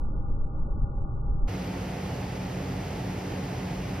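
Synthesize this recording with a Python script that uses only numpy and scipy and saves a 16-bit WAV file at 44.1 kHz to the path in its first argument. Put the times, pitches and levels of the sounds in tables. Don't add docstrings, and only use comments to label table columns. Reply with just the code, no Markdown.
import sys
import numpy as np
from scipy import signal
from scipy.fft import rfft, irfft
from scipy.io import wavfile

SR = 44100
rng = np.random.default_rng(int(sys.argv[2]) if len(sys.argv) > 2 else 0)


def pcm_store(signal):
    levels = np.round(np.clip(np.atleast_2d(signal), -1, 1) * 32767)
    wavfile.write(sys.argv[1], SR, levels.astype(np.int16).T)


N = 176400
TIME = np.arange(N) / SR
HZ = np.maximum(np.arange(N // 2 + 1) * SR / N, 1)

# frequency in Hz, noise density in dB.
ROAR_SPECTRUM = [(10, -46.5), (18, -44.5), (35, -45.5), (55, -49), (85, -57), (135, -56.5), (170, -63.5),
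                 (210, -66.5), (255, -67.5), (290, -72.5), (500, -77.5), (640, -77), (750, -80),
                 (880, -81.5), (980, -78.5), (1100, -83), (1280, -81.5), (1420, -86)]
# frequency in Hz, likeness 0-1, left phase lead in radians.
ROAR_IMAGE = [(29.6, 1, 0.28), (75, .78, 0.18), (125, 0.8, 0.9), (189, .98, .1), (300, .999, 0.0064)]
# pitch in Hz, half width in Hz, rms level in dB.
CHAMBER_RESONANCES = [(130.6, 6.1, -46.5), (312.2, 7, -57.5), (546.5, 6, -62), (803.5, 9, -56.5)]
# time in seconds, gain in dB.
RUMBLE_SWELL = [(0, 4), (.25, 1), (.41, 4.5), (.55, 2), (.9, -3.5), (1.2, -2.5), (1.32, 2), (1.42, 8),
                (1.47, 0)]
# time of the peak in seconds, lift in dB.
FLAME_PUFFS = [(.665, 5.5), (.77, 4.5), (.838, 4.8), (1.018, 3.5), (1.145, 5), (1.305, 5.5), (1.345, 4)]

# frequency in Hz, noise density in dB.
AIR_SPECTRUM = [(20, -86), (32, -76), (45, -62.5), (75, -61), (113, -54.8), (155, -57.5), (172, -61.5),
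                (215, -64.5), (268, -62), (310, -67), (400, -66.5), (530, -68.5), (630, -70), (720, -70.5),
                (790, -70.5), (885, -72), (980, -76.5), (1150, -77), (1650, -80), (2000, -78.5),
                (2800, -81.5), (3700, -87.5), (5000, -87), (6000, -89.5), (7200, -90), (8600, -96),
                (10500, -100), (12500, -100.8), (15000, -107)]
# pitch in Hz, half width in Hz, lift in dB.
DUCT_RESONANCES = [(396, 5.2, 3), (531, 16, 3.5), (599, 4.6, 2), (783, 10, 2.5), (842, 11, 3),
                   (884, 13, 3.5), (1053, 12, 2.5), (1954, 60, 1), (5008, 50, 1)]
# frequency in Hz, likeness 0-1, left phase lead in radians,
# left minus right in dB.
AIR_IMAGE = [(150, 1, 0.0, 0.0), (352, 0.97, -0.15, -3), (605, 0.44, 0.06, -3.5), (790, 0.65, 0.0, -3),
             (1140, 0.3, 0.4, -1.4), (1900, 0.75, -0.1, -0.5), (3000, .65, -.44, -0.7),
             (4070, 0.4, -1.1, .4), (4880, 0.77, 0, .8), (5980, 0.67, -1.67, 0.5), (7460, 1, -3.05, -0.9),
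             (8890, 1, -3, -1.95), (9300, 0.52, -4, -0.5), (12260, 0.94, -6.5, 0)]
# multiple of the blade rate, rms level in dB.
NEAR_FAN_PARTIALS = [(1, -44), (2, -39), (3, -54), (4, -57.5)]
# multiple of the blade rate, rms level in dB.
FAR_FAN_PARTIALS = [(2, -46), (3, -49.5), (5, -56.5)]
# pitch in Hz, rms level in dB.
MACHINE_HUMS = [(53.7, -46.5), (717.5, -55)]


def furnace(top_hz=1460, spread_from_hz=528, left_lag_s=0.0031):
    roar = stereo_noise(ROAR_SPECTRUM, *over_hz(ROAR_IMAGE), balance_db=np.zeros_like(HZ))
    roar += sum(ringing_noise(*resonance) for resonance in CHAMBER_RESONANCES)
    left, right = rfft(flame_motion(roar)) / np.sqrt(1 + (HZ / top_hz) ** 120)
    lag = np.exp(-2j * np.pi * left_lag_s * np.maximum(HZ - spread_from_hz, 0))
    return irfft(np.array([left * lag, right]), N)


def flame_motion(roar, puff_half_s=0.02, between_puffs_db=-0.94, flutter_db=0.74):
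    deep = low_part(roar, below_hz=33)
    body = low_part(roar - deep, below_hz=260)
    upper = roar - deep - body
    swell = from_db(np.interp(TIME, *np.transpose(RUMBLE_SWELL)))
    puffs_db = sum(db * np.exp(-((TIME - peak_s) / puff_half_s) ** 2) for peak_s, db in FLAME_PUFFS)
    flutter = from_db(flutter_db * drift(rate_hz=20))
    return deep * swell + body * from_db(between_puffs_db + puffs_db) + upper * flutter


def rushing_air(flutter_db=0.32):
    air = stereo_noise(AIR_SPECTRUM, *over_hz(AIR_IMAGE))
    air *= from_db(flutter_db * drift(rate_hz=29))
    lift_db = sum(db / (1 + ((HZ - hz) / half_width) ** 2) for hz, half_width, db in DUCT_RESONANCES)
    return irfft(rfft(air) * from_db(lift_db), N)


def fans(near_blade_hz=91.2, far_blade_hz=94.6):
    return rotor_hum(near_blade_hz, NEAR_FAN_PARTIALS) + rotor_hum(far_blade_hz, FAR_FAN_PARTIALS)


def machines():
    return sum(rotor_hum(hz, [(1, db)]) for hz, db in MACHINE_HUMS)


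def rotor_hum(hz, partials, speed_wander=0.003, waver_db=1.6):
    cycles = np.cumsum(hz * (1 + speed_wander * drift(rate_hz=1.44))) / SR
    hum = np.zeros(N)
    for multiple, db in partials:
        waver = from_db(waver_db * drift(rate_hz=4.5))
        tone = np.sin(2 * np.pi * (multiple * cycles + rng.random()))
        hum += from_db(db) * rms_one(waver * tone)
    return hum


def whistle():
    return ringing_noise(hz=8100, half_width_hz=160, db=-64) * np.array([[1], [-1]])


def ringing_noise(hz, half_width_hz, db):
    resonance = 1 / (1 + ((HZ - hz) / half_width_hz) ** 2)
    return from_db(db) * rms_one(irfft(rfft(rng.standard_normal(N)) * resonance, N))


def stereo_noise(spectrum, likeness, phase, balance_db):
    density_db, = over_hz(spectrum)
    shared, left, right = rfft(rng.standard_normal((3, N)))
    pair = np.sqrt(likeness) * shared + np.sqrt(1 - likeness) * np.array([left, right])
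    pan = np.array([from_db(balance_db / 2) * np.exp(1j * phase), from_db(-balance_db / 2)])
    return irfft(pair * pan * from_db(density_db) * np.sqrt(SR / 2), N)


def drift(rate_hz):
    return rms_one(irfft(rfft(rng.standard_normal(N)) / (1 + (HZ / rate_hz) ** 2), N))


def low_part(sound, below_hz):
    return irfft(rfft(sound) / (1 + (HZ / below_hz) ** 4), N)


def over_hz(rows):
    hz, *columns = np.transpose(rows)
    return [np.interp(np.log(HZ), np.log(hz), column) for column in columns]


def from_db(db):
    return 10 ** (np.asarray(db) / 20)


def rms_one(x):
    return x / np.sqrt(np.mean(x ** 2) + 1e-20)


def scene(cut_s=1.478, fade_s=0.012):
    port = furnace()
    workshop = rushing_air() + whistle() + fans() + machines()
    crossfade = np.clip((TIME - cut_s) / fade_s + 0.5, 0, 1)
    return (1 - crossfade) * port + crossfade * workshop


def record(dry, cutoff_hz=15400):
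    return signal.sosfilt(signal.ellip(10, 0.1, 80, cutoff_hz, fs=SR, output="sos"), dry)


dry = scene()
out = record(dry)
pcm_store(out)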